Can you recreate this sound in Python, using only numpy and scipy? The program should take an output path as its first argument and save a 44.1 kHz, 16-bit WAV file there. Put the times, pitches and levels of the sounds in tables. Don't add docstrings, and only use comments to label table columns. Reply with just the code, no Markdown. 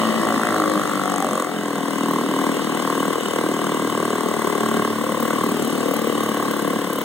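import sys
import numpy as np
from scipy import signal
from scipy.fft import rfft, irfft
from scipy.io import wavfile
from scipy.ndimage import uniform_filter1d

SR = 44100
rng = np.random.default_rng(int(sys.argv[2]) if len(sys.argv) > 2 else 0)


def master_out(mix):
    frames = np.transpose(np.atleast_2d(mix))
    ceiling = np.clip(frames, -1, 1)
    pcm = np.round(ceiling * 32767).astype(np.int16)
    wavfile.write(sys.argv[1], SR, pcm)


N = 310464
TIME, FREQS = np.arange(N) / SR, np.fft.rfftfreq(N, 1 / SR)
IDLE_HZ = 38.8

# (time [s], intake bark [dB], leg thump [dB], cowl knock [dB])
FIRING_LEVELS = [(0, -26.5, -33, -39), (.3, -28.5, -28.5, -34), (.62, -26, -32.5, -30.5),
                 (.95, -28, -28.5, -35), (1.12, -29, -29, -37), (1.4, -27.5, -29, -38),
                 (1.54, -36.5, -29, -32.5), (2.19, -27.5, -22.5, -27.5), (2.25, -35.5, -24.5, -31.5),
                 (2.45, -24.5, -21.5, -26), (2.62, -33.5, -25, -31.5), (2.9, -26, -24.5, -29),
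                 (3.13, -27, -25.5, -33), (3.2, -33.5, -36, -34), (3.42, -30, -25, -28.5),
                 (4.0, -28.5, -27.5, -30.5), (4.53, -26, -27, -26), (4.82, -25.5, -25.5, -25.5),
                 (4.9, -29, -29.5, -33), (5.44, -25, -25, -34), (5.54, -35.5, -26, -31.5),
                 (5.9, -31.5, -24, -28.5), (6.1, -29, -27.5, -33), (6.44, -28, -27.5, -28.5),
                 (6.6, -29.5, -26, -28.5), (7.04, -31, -25.5, -33.5)]
# (time [s], side panel [dB], intake pitch [Hz], tick [dB], upper hiss of the puff [dB])
TIMBRE = [(0, -33, 1120, -48.5, -59), (.5, -40, 1135, -41, -58), (.85, -33, 1150, -44.5, -62),
          (1.02, -35, 1120, -45, -60), (1.17, -41, 1160, -37.5, -62), (1.43, -32, 1114, -40, -59),
          (1.5, -40, 1140, -57, -62), (1.65, -32, 1070, -45, -62), (2.7, -28.5, 1082, -46.5, -48.5),
          (3.6, -25.5, 1097, -44, -51), (4.2, -28.5, 1100, -44, -53), (4.47, -26, 1074, -45.5, -48),
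          (4.76, -29, 1107, -48, -46), (4.88, -29.5, 1085, -66, -50), (5.2, -28, 1083, -51, -47),
          (5.5, -30, 1110, -59, -41), (5.9, -24.5, 1150, -52, -42.5), (6.3, -26, 1104, -58, -43),
          (7.04, -28.5, 1065, -57, -48)]
# (time [s], upper intake tone [dB], low clatter [dB], high clatter [dB])
AT_SPEED = [(0, -39, -29, -31.5), (.35, -35, -34, -39), (.55, -29, -33, -34), (.72, -38, -27, -40),
            (.9, -29, -39, -42), (1.05, -30, -35, -32), (1.15, -32, -37, -25.5), (1.3, -42, -31.5, -36.5),
            (1.5, -35.5, -38.5, -38), (1.8, -52, -58, -62), (2.7, -39.5, -47, -40.5), (4, -50, -40, -48),
            (5.6, -55, -42, -48), (7.04, -63, -55, -48)]


def gain_of(db):
    return 10 ** (np.asarray(db) / 20)


def unit_rms(x):
    return x / np.sqrt(np.mean(x ** 2) + 1e-20)


def at(rows, seconds, column=1):
    return np.interp(seconds, np.transpose(rows)[0], np.transpose(rows)[column])


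def fader(rows, column=1):
    return gain_of(at(rows, TIME, column))


def at_hz(points, hz=FREQS):
    f, value = np.transpose(points)
    return np.interp(np.log(hz + 1), np.log(f + 1), value)


def coloured(x, gains):
    return unit_rms(irfft(rfft(x) * gains, N))


def noise(spectrum, envelope):
    return unit_rms(envelope * coloured(rng.standard_normal((2, N)), gain_of(at_hz(spectrum))))


def bump(t, rise_s, fall_s):
    return 1 / (np.exp(-t / rise_s) + np.exp(np.minimum(t / fall_s, 50)))


def strike(moments, shape, spread_db, jitter_s):
    strength, shift, drift = rng.standard_normal((len(moments), 3, 1)).transpose(1, 0, 2)
    drift = unit_rms(uniform_filter1d(drift, size=5, axis=0))
    strength = np.clip(strength + .7 * drift, -3, 3)
    samples = np.round(moments * SR).astype(int)[:, None] + np.arange(-500, 3500)
    blows = gain_of(spread_db * strength) * shape(samples / SR - moments[:, None] - jitter_s * shift)
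    inside = (samples >= 0) & (samples < N)
    return np.bincount(samples[inside], blows[inside], N)


def ring(moments, modes, spread_db, rise_s=.0003, detune=.007, pitch=1):
    def mode(hz, db, t60):
        hz = hz * pitch * (1 + detune * rng.standard_normal((len(moments), 1)))
        return lambda t: (-gain_of(db - 60 * t / t60) * np.sin(2 * np.pi * hz * t)
                          * (1 - np.exp(-np.maximum(t, 0) / rise_s)))
    return unit_rms(sum(strike(moments, mode(*row), spread_db, jitter_s=.00006) for row in modes))


def gate(moments, rise_s, fall_s, spread_db):
    return strike(moments, lambda t: bump(t, rise_s, fall_s), spread_db, jitter_s=.0003)


def waver(depth_db=2, smooth_s=.08):
    slow = uniform_filter1d(rng.standard_normal(N), size=round(smooth_s * SR))
    return gain_of(depth_db * unit_rms(uniform_filter1d(slow, size=round(smooth_s * SR / 2))))


def thump(firings, above_idle_hz):
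    # (frequency [Hz], relative level [dB], t60 [s])
    leg_modes = [(199.4, -7, 0.058), (229.6, -0.5, 0.093), (266.4, -3, 0.087), (282.4, 0.5, 0.1),
                 (356, -14.5, 0.019)]
    cowl_modes = [(426.4, 10, 0.076), (596, 2, 0.045), (708, 1.5, 0.071), (875, -2, 0.06),
                  (1588, 0.5, 0.061), (1850, -14, 0.018)]
    housing_modes = [
        [(541, 7.5, 0.14), (626, 9.5, 0.095)],
        [(734.4, 1, 0.084), (807, -12, 0.13)],
    ]
    panel_modes = [(486.6, 11.5, 0.041), (515.4, -6, 0.087)]
    # (time [s], pitch [ratio])
    panel_pitch = [(0, 1.016), (4.9, 0.86), (5.05, 1.04), (5.3, 1), (5.37, 0.94), (5.42, 0.87), (5.58, .86),
                   (5.68, 0.94), (5.92, 1), (6.05, 0.94), (6.15, 0.92), (7.04, 0.98)]
    blows = firings - .0001 - .00013 * above_idle_hz
    burble = np.interp(firings, TIME, waver())[:, None] ** .06
    leg = ring(blows + .0006, leg_modes, spread_db=1.6, rise_s=.0016, detune=.014, pitch=burble)
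    cowl = ring(blows, cowl_modes, spread_db=1.5)
    dull, bright = (ring(blows, modes, spread_db=2.5, detune=.016) for modes in housing_modes)
    panel = ring(blows - .0008, panel_modes, spread_db=1.6, pitch=at(panel_pitch, firings)[:, None])
    clatter = fader(AT_SPEED, column=2) * dull + fader(AT_SPEED, column=3) * bright
    knock = fader(FIRING_LEVELS, column=3) * cowl + fader(TIMBRE, column=1) * panel
    return fader(FIRING_LEVELS, column=2) * leg + knock + clatter


def intake_bark(firings):
    def swell(t):
        return bump(t, rise_s=.0017, fall_s=.001) + gain_of(-16.5) * bump(t, rise_s=.0017, fall_s=.0037)

    def tone(peaks, hz):
        hz = hz * (1 + .003 * rng.standard_normal((len(peaks), 1)))
        barks = strike(peaks, lambda t: -swell(t) * np.cos(2 * np.pi * hz * t),
                       spread_db=.9, jitter_s=.00004)
        return unit_rms(barks)
    peaks = firings + .0003
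    lower = tone(peaks, hz=at(TIMBRE, firings, column=2)[:, None])
    upper = tone(peaks - .00057, hz=1318)
    return fader(FIRING_LEVELS, column=1) * lower + fader(AT_SPEED, column=1) * upper


def stand_hum(turns, speed_hz):
    # (frequency [Hz], level [dB])
    response = [(80, -63), (112, -43.5), (150, -64), (190, -42), (222, -32), (250, -49), (285, -36),
                (312, -32.5), (335, -41)]
    # (time [s], lift [dB])
    third = [(2.4, -5), (3.5, 4)]
    fourth = [(0, 8.5), (.2, 6), (.26, -8), (.32, 10), (.48, 3), (.6, -21), (.8, 10), (.95, 6), (1.05, 9),
              (1.2, 14), (1.3, -23), (7.04, 0)]
    sixth = [(0, -3), (.15, -9), (.24, 6), (.32, -6), (.48, -1), (.55, 5), (.65, 4.5), (.8, 4.5),
             (.88, -0.5), (1.1, 3), (1.6, -22), (3, -11), (4.8, 4.5), (5.6, 7.5), (7.04, -3)]

    def partial(order, trim_db, db_per_hz, lift_db=0):
        db = trim_db + db_per_hz * (speed_hz - IDLE_HZ) + lift_db + at_hz(response, order * speed_hz)
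        return gain_of(db) * waver() * np.sqrt(2) * np.sin(2 * np.pi * order * turns)
    return (partial(2, trim_db=-.5, db_per_hz=.33)
            + partial(3, trim_db=-1.5, db_per_hz=.32, lift_db=at(third, TIME))
            + partial(4, trim_db=-9.5, db_per_hz=.53, lift_db=at(fourth, TIME))
            + partial(6, trim_db=-4, db_per_hz=.55, lift_db=at(sixth, TIME)))


def metal_tick(firings):
    # (frequency [Hz], relative level [dB])
    spectrum = [(2500, -32), (3500, 1), (5000, -1), (6800, 15.5), (7500, 11), (8400, 18), (9500, 6),
                (12000, 5), (13500, -15), (15000, -4)]
    # (time [s], lag [s])
    lag = [(0, .0016), (.55, .0017), (.8, .0004), (1.1, -.0002), (1.4, -.0008), (1.7, .0002), (4.1, -.0001),
           (4.6, -.001), (7.04, -.0005)]
    ticks = firings + at(lag, firings)
    hiss = noise(spectrum, gate(ticks, rise_s=.0003, fall_s=.0007, spread_db=1.4))
    clicks = strike(ticks, lambda t: np.exp(-(t / .00002) ** 2), spread_db=1, jitter_s=.0002)
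    snap = coloured(clicks, gain_of(at_hz(spectrum)))
    return fader(TIMBRE, column=3) * unit_rms(hiss + .8 * snap)


def piston_slap(firings):
    # (frequency [Hz], relative level [dB])
    spectrum = [(1100, -30), (1450, 5), (1900, 0.5), (2300, -9.5), (3000, -22), (3700, -6.5), (4500, -26)]
    # (time [s], level [dB])
    levels = [(0, -53), (.5, -33), (.9, -42), (1.15, -38.5), (1.42, -45), (1.55, -45), (2.8, -42),
              (3.8, -56), (4.6, -52), (5.5, -55), (6.5, -46), (7.04, -48)]
    return fader(levels) * noise(spectrum, gate(firings + .0006, rise_s=.0004, fall_s=.001, spread_db=1.5))


def exhaust_puff(firings):
    # (frequency [Hz], relative level [dB])
    puff_spectra = [
        [(4000, -30), (6500, 0), (9000, 6), (10000, -15)],
        [(9000, -2), (10500, 4), (11800, 9), (12800, 5), (13600, -12)],
    ]
    spray_spectrum = [(12500, -32), (14000, -6), (15200, 5), (17000, -4)]
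    # (time [s], level [dB])
    lower_levels = [(0, -58), (1.5, -64), (2.7, -54), (4.3, -61), (4.7, -58), (4.9, -49), (5.6, -47.5),
                    (6.5, -48.5), (7.04, -60)]
    spray_levels = [(0, -52), (.8, -55), (1.3, -54), (1.6, -52), (2.5, -50), (3.5, -50), (4.4, -49),
                    (4.9, -47), (5.3, -40), (6, -40), (6.5, -39), (7.04, -44)]
    # (time [s], lift [dB])
    surges = [(2.11, 10), (2.55, 5), (2.76, 6), (3.9, 5), (4.35, 1), (5.36, 0), (5.62, 2.5), (6.2, 1),
              (6.52, 1), (6.94, 5)]
    lower, upper, spit = (noise(band, gate(firings + .0017, rise_s=.0007, fall_s=.0032, spread_db=3.4))
                          for band in (*puff_spectra, spray_spectrum))
    surge_db = sum(2 * db * bump(np.maximum(TIME - s, -1), rise_s=.013, fall_s=.039) for s, db in surges)
    puff = fader(lower_levels) * lower + fader(TIMBRE, column=4) * upper
    spray = fader(spray_levels) * waver() * spit
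    return gain_of(surge_db) * (puff + spray)


def cowl_buzz(throb, above_idle_hz):
    # (frequency [Hz], relative level [dB])
    spectrum = [(600, -2), (1500, 4.5), (1800, -1), (2050, 5), (2500, -13.5), (3050, -2.5), (3700, -7),
                (4900, -18.5), (5600, -10), (6800, -12.5), (8400, -9.5), (9500, -13), (11500, -19),
                (13300, -16), (15300, -13)]
    bark_lift_db = at(FIRING_LEVELS, TIME, column=1) + 27.5
    return gain_of(-31.5 + .36 * bark_lift_db - .1752 * above_idle_hz) * noise(spectrum, throb)


def fan_whirr(throb, above_idle_hz):
    # (frequency [Hz], relative level [dB])
    spectrum = [(1200, -23), (1500, 15), (2000, 27), (2300, -63), (3000, -36)]
    return gain_of(-50 + .92 * above_idle_hz) * noise(spectrum, throb)


def cover_sizzle(throb):
    # (frequency [Hz], relative level [dB])
    spectrum = [(5600, -34), (6300, -2), (6800, -1), (7500, -1), (8400, 2.5), (9200, -9), (10000, -34)]
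    # (time [s], level [dB])
    levels = [(0, -49), (1.4, -49), (1.55, -53), (2.5, -48), (4, -46), (4.75, -47), (4.85, -56), (5.5, -44),
              (7.04, -53)]
    return fader(levels) * noise(spectrum, throb)


def fin_ring(firings):
    # (frequency [Hz], width [Hz], relative level [dB])
    resonances = [(2990, 220, 5.5), (3696, 42, 2.5), (4800, 38, -30), (6660, 100, -5.5), (8360, 330, -13)]
    # (time [s], level [dB])
    levels = [(0, -38.5), (.9, -64), (1.15, -45), (1.4, -55), (1.6, -43), (3, -40), (4.5, -44.5),
              (4.75, -38.5), (4.9, -49), (6, -39.5), (7.04, -44)]
    upstroke = .4 + gate(firings + .002, rise_s=.009, fall_s=.002, spread_db=3)
    response = sum(gain_of(db) / (1 + (2 * (FREQS - hz) / width) ** 2) for hz, width, db in resonances)
    return fader(levels) * waver() * unit_rms(upstroke * coloured(rng.standard_normal((2, N)), response))


def water_churn():
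    # (frequency [Hz], relative level [dB])
    spectrum = [(25, -5.5), (45, 1.5), (65, 2), (120, -17), (220, 10.5), (300, 6), (500, 1), (800, -3.5),
                (1100, -0.5), (1600, -11.5), (3000, -10), (6000, -18.5), (16000, -26)]
    # (time [s], level [dB])
    levels = [(0, -24.5), (1.25, -28), (1.45, -31.5), (2.5, -27.5), (3.1, -28.5), (5.3, -29.5),
              (5.6, -26.5), (7.04, -31)]
    frames, hz = N // 256 + 5, np.fft.rfftfreq(1024, 1 / SR)
    re1, im1, re2, im2, patches = rng.standard_normal((frames, 513, 5)).T
    patches = unit_rms(uniform_filter1d(uniform_filter1d(patches, size=6, axis=0), size=8, axis=1))
    gains = gain_of(at_hz(spectrum, hz)[:, None] + 2.2 * patches)
    spectra = np.array([re1 + 1j * im1, re2 + 1j * im2]) * gains
    _, foam = signal.istft(spectra, nperseg=1024, noverlap=768)
    return fader(levels) * unit_rms(foam[:, :N])


def diffuse_body(body):
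    phase = uniform_filter1d(.03 * np.cumsum(rng.standard_normal(N)), size=400)
    return (signal.hilbert(body) * np.exp(1j * phase)).real


def microphone_ports(direct, scattered):
    # (frequency [Hz], coherence [0-1])
    likeness = [(60, 0.75), (120, 0.85), (250, 0.97), (450, 0.94), (1200, 1.0), (1800, 0.61), (2500, 0.97),
                (2900, 0.34), (3600, 1.0), (4250, 0.24), (4900, 0.93), (5500, 0.46), (6700, 0.9),
                (7800, 0.13), (8400, 0.53), (9300, 0.04), (13000, 0.41), (15500, 0.35)]
    # (frequency [Hz], phase [rad])
    left_lead = [(60, 2.3), (100, 2), (150, .8), (250, .5), (430, .8), (540, .9), (660, 0), (1600, .2),
                 (2000, 1.6), (2500, 3.15), (3300, 6), (3900, 6.3), (4600, 3.5), (5200, 3.1), (6000, 1.7),
                 (6700, -.1), (7400, -2.5), (7900, -2.9), (8300, .3), (9200, 0), (10500, 3), (12000, 6.7),
                 (13000, 9.5), (14000, 12.5), (15400, 15.8)]
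    # (frequency [Hz], left minus right [dB])
    balance = [(60, .5), (120, 2), (250, 3), (500, 4), (800, 2.5), (1200, .5), (2100, 1.5), (4200, -1),
               (5800, -3), (6700, 1), (8000, 10), (11000, 7), (13300, 1), (15500, 7)]
    coherence = np.clip(at_hz(likeness), 0, 1)
    left = rfft(direct)
    shifted = left * np.exp(-1j * at_hz(left_lead))
    right = coherence * shifted + np.sqrt(1 - coherence ** 2) * rfft(scattered)
    tilt = gain_of(at_hz(balance) / 2)
    return irfft(np.array([left * tilt, right / tilt]), N)


def scene():
    # (time [s], speed [turns/s])
    crank_speed = [(0.0, 55.826), (0.48, 54.67), (0.64, 51.483), (0.96, 49.624), (1.28, 46.286),
                   (1.44, 43.099), (1.6, 42.423), (1.76, 39.787), (2.4, 39.172), (2.88, 39.012),
                   (3.04, 39.221), (4.16, 38.827), (4.32, 37.596), (4.96, 36.812), (5.44, 38.288),
                   (5.92, 37.781), (6.24, 36.437), (7.04, 35.394)]
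    speed_hz = at(crank_speed, TIME)
    turns = .014 + np.cumsum(speed_hz) / SR
    firings = np.interp(np.arange(np.floor(turns[-1]) + 1), turns, TIME)
    above_idle_hz = at(crank_speed, firings) - IDLE_HZ
    blows = thump(firings, above_idle_hz) + intake_bark(firings)
    radiation = signal.butter(3, 167, "high", fs=SR, output="sos")
    body = signal.sosfilt(radiation, blows) + stand_hum(turns, speed_hz)
    diffuse = diffuse_body(body)
    bursts = metal_tick(firings) + piston_slap(firings) + exhaust_puff(firings)
    throb = 1 + 1.3 * gate(firings - .0012, rise_s=.002, fall_s=.003, spread_db=3)
    above_idle_curve = np.interp(TIME, firings, above_idle_hz)
    whirr_and_buzz = cowl_buzz(throb, above_idle_curve) + fan_whirr(throb, above_idle_curve)
    direct, scattered = bursts + whirr_and_buzz + cover_sizzle(throb) + fin_ring(firings) + water_churn()
    return microphone_ports(direct + body, scattered + diffuse)


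def record(dry):
    thin = signal.sosfilt(signal.butter(4, 105, "high", fs=SR, output="sos"), dry)
    band_limit = signal.firwin(1023, 15850, window=("kaiser", 9), fs=SR)
    return signal.oaconvolve(thin, band_limit[None], "same")


dry = scene()
out = record(dry)
master_out(out)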